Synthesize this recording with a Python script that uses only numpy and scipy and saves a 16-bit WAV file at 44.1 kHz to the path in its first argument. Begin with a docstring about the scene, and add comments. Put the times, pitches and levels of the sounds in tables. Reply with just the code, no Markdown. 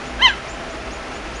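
"""Cheetah chirp in the bush

From a mound, a cheetah gives one high, arching chirp: a clean voice shaped by its throat,
turning hoarse as it falls. The trees throw it back to a single microphone. Much fainter,
a small bird repeats a thin rising note over a steady outdoor hush and a low, wavering hum."""
import sys
import numpy as np
from scipy import signal
from scipy.fft import rfft, irfft
from scipy.io import wavfile
from scipy.ndimage import uniform_filter1d, minimum_filter1d

SR = 44100
rng = np.random.default_rng(int(sys.argv[2]) if len(sys.argv) > 2 else 0)


def dump(signal):
    """Clip the signal to [-1, 1] and save it as 16-bit WAV at the path in sys.argv[1]."""
    limited = np.clip(np.atleast_2d(signal).T, -1, 1)
    pcm = np.round(limited * 32767).astype(np.int16)
    wavfile.write(sys.argv[1], SR, pcm)


N = 61739
TIME = np.arange(N) / SR


def from_db(db):
    """Decibels to gain."""
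    return 10 ** (np.asarray(db) / 20)


def rms_one(x):
    """Scale to an rms of one."""
    return x / np.sqrt(np.mean(x ** 2) + 1e-20)


def in_time(rows):
    """A control curve at every sample."""
    return np.interp(TIME, *np.transpose(rows))


def at_hz(spectrum, hz):
    """Read a spectrum's decibels on a log-frequency axis."""
    points_hz, db = np.transpose(spectrum)
    return np.interp(np.log(np.maximum(hz, 1)), np.log(points_hz), db)


def coloured_noise(spectrum):
    """Noise with the given spectral shape; rms 1."""
    hz = np.arange(N + 1) * SR / (2 * N)
    white = rfft(rng.standard_normal(2 * N))
    return rms_one(irfft(white * from_db(at_hz(spectrum, hz)))[:N])


def drift(rate_hz):
    """Random wander: noise through two one-pole low-passes, already settled; rms 1."""
    pole = np.exp(-2 * np.pi * rate_hz / SR)
    wander = signal.lfilter([1], [1, -2 * pole, pole * pole], rng.standard_normal(2 * N))
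    return rms_one(wander[N:])


# The open air all around the microphone: frequency_hz, relative_density_db
AIR_SPECTRUM = [(14, -41), (26, 9.5), (45, -3.5), (85, -6), (130, 0.5), (180, -5.5), (370, 1), (550, -1),
                (680, -1), (900, -3), (1400, -3), (2600, -7), (3800, -14.5), (5600, -17.5), (7000, -21.5),
                (7900, -29.5), (9600, -26.5), (10600, -36), (11500, -50)]

def hush(level_db=-31.5, flicker_db=.6):
    """Steady broad noise of the open air, its level flickering slightly."""
    return from_db(level_db + flicker_db * drift(rate_hz=19)) * coloured_noise(AIR_SPECTRUM)


# Tones of the hum in the distance: pitch_hz, width_hz, level_db
HUM_TONES = [(55, 5.8, -37.5), (208, 15.4, -48), (251.4, 3.4, -44), (320.3, 8.9, -48), (392.8, 9.6, -49.5),
             (653, 43, -42), (798.7, 11.7, -45.5), (1321, 12, -47)]

def hum():
    """Narrow, wavering tones, as of a far-off engine."""
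    out = np.zeros(N)
    for pitch_hz, width_hz, level_db in HUM_TONES:
        phase = 2 * np.pi * pitch_hz * TIME
        out += from_db(level_db) * (drift(width_hz) * np.cos(phase) + drift(width_hz) * np.sin(phase))
    return out


def echo(x, delay_s, level_db):
    """One distinct reflection off wood, reaching the microphone after the direct sound."""
    return from_db(level_db) * np.interp(TIME - delay_s, TIME, x, left=0)


def foliage(x, delay_s, t60_s, level_db):
    """Countless faint reflections from twigs and leaves, dying away."""
    age = TIME - delay_s
    tail = rng.standard_normal(N) * (age > 0) * from_db(-60 * np.maximum(age, 0) / t60_s)
    return from_db(level_db) * signal.fftconvolve(x, tail / np.linalg.norm(tail))[:N]


# The bird's notes, off among the branches: start_s, level_db, top_pitch_hz
BIRD_NOTES = [(.040, -48.5, 7000), (.259, -46, 7140), (0.472, -44, 7170), (0.686, -47.5, 7060),
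              (0.899, -44.5, 6860), (1.118, -48, 6970), (1.333, -45.5, 6870)]

def bird(start_hz=3900, rise_s=.04, attack_s=.006, length_s=.067, release_s=.02):
    """Each note is a whistle that sweeps up quickly and levels off."""
    out = np.zeros(N)
    for start_s, level_db, top_pitch_hz in BIRD_NOTES:
        age = TIME - start_s
        climb = 1 - np.clip(1 - age / rise_s, 0, 1) ** 2.4
        waver = 1 + .0042 * drift(rate_hz=150)
        hz = (start_hz + (top_pitch_hz - start_hz) * climb) * waver
        envelope = np.clip(age / attack_s, 0, 1) * np.clip((length_s - age) / release_s, 0, 1)
        gain = from_db(level_db + 1.5 * (.5 - climb))   # weakens by 1.5 dB as it climbs
        out += gain * envelope * np.sin(2 * np.pi * np.cumsum(hz) / SR)
    return out


# The arch of the chirp from the mound: time_s, pitch_hz
CHIRP_PITCH = [(.192, 771), (.207, 815.2), (.215, 900), (.224, 1000), (.233, 1041), (.241, 1057),
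               (.252, 1030), (.261, 1008), (.271, 958.3), (.281, 899), (.290, 849.5), (.297, 837),
               (.304, 797.6), (.316, 782), (.324, 754), (.345, 653)]
# How hard the cheetah pushes: time_s, level_db
CHIRP_EFFORT = [(.190, -28), (.198, -18), (.211, -18), (.219, -7.5), (.228, -2.5), (.24, -1), (.251, 1.5),
                (.262, 4.5), (.275, -5.5), (.286, -5), (.292, -12), (.302, -11), (.315, -21), (.323, -32.5),
                (.339, -19), (.355, -38)]
# How hoarse its voice is: time_s, roughness_0_to_1
CHIRP_HOARSENESS = [(.212, 0.9), (.224, 0), (.264, 0.08), (.273, 0.9), (.292, 0.4), (.303, 0.3)]
# Its harmonics before the throat, from the fundamental up: level_db
VOICE_HARMONICS = [1.5, 2.5, 1.5, -4.5, -9, -4.5, -4, -4.5, -5, -5]
# What throat and open mouth let through: frequency_hz, gain_db
THROAT_RESPONSE = [(680, -53), (790, -32), (860, -16.5), (950, -13.5), (1060, -17.5), (1350, -10),
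                   (1600, -5.5), (1800, -16), (2050, -13.5), (2400, -24.5), (2700, -8.5), (2860, -18.5),
                   (3060, -7.5), (3250, -15), (3450, -7), (3600, -21.5), (3830, -9), (4100, -24),
                   (4220, -14.5), (4600, -29), (5400, -30), (6130, -25.5), (6500, -44), (8400, -44.5),
                   (10500, -50), (11600, -70)]

def cheetah(rasp_db=-27):
    """Harmonics slide through the throat's resonances: rough at the onset, clean on top, then hoarse."""
    pitch_hz, hoarse = in_time(CHIRP_PITCH), in_time(CHIRP_HOARSENESS)
    jitter = 1 + (.002 + .011 * hoarse) * drift(rate_hz=250)
    phase = 2 * np.pi * np.cumsum(pitch_hz * jitter) / SR
    # Where the voice is hoarse, air noise pulses with each cycle.
    voice = from_db(rasp_db) * coloured_noise(THROAT_RESPONSE) * (1 + np.cos(phase)) * hoarse
    for k, level_db in enumerate(VOICE_HARMONICS, 1):
        gain = from_db(level_db + at_hz(THROAT_RESPONSE, k * pitch_hz))
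        shimmer = 1 + (.025 + .28 * hoarse) * drift(rate_hz=110)
        voice += gain * shimmer * np.sin(k * phase + k * k * np.pi / 2)   # harmonics out of step
    calling = (TIME > CHIRP_EFFORT[0][0]) & (TIME < CHIRP_EFFORT[-1][0])
    return voice * from_db(in_time(CHIRP_EFFORT)) * calling


def scene():
    """At the microphone, in mono: the cheetah mostly direct, the bird mostly by way of the leaves."""
    chirp, notes = cheetah(), bird()
    nearest_trunk = echo(chirp, delay_s=.030, level_db=-24)
    chirp_scatter = foliage(chirp, delay_s=.012, t60_s=.26, level_db=-16)
    branch_by_bird = echo(notes, delay_s=.016, level_db=-17)
    bird_scatter = foliage(notes, delay_s=.0029, t60_s=.079, level_db=2.5)
    background = hush() + hum() + notes + branch_by_bird + bird_scatter
    return (background + chirp + nearest_trunk + chirp_scatter)[None]


def record(dry):
    """Behind the microphone, a steep low-pass cuts the top and a gentle limiter holds any high peaks."""
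    cutoff_hz, ceiling, limiter_s = 11590, .88, .004
    filtered = signal.sosfilt(signal.ellip(12, .1, 80, cutoff_hz, fs=SR, output="sos"), dry)
    span = int(limiter_s * SR)
    gain = minimum_filter1d(ceiling / np.maximum(np.abs(filtered), ceiling), size=span)
    return filtered * uniform_filter1d(gain, size=span)


dry = scene()
out = record(dry)
dump(out)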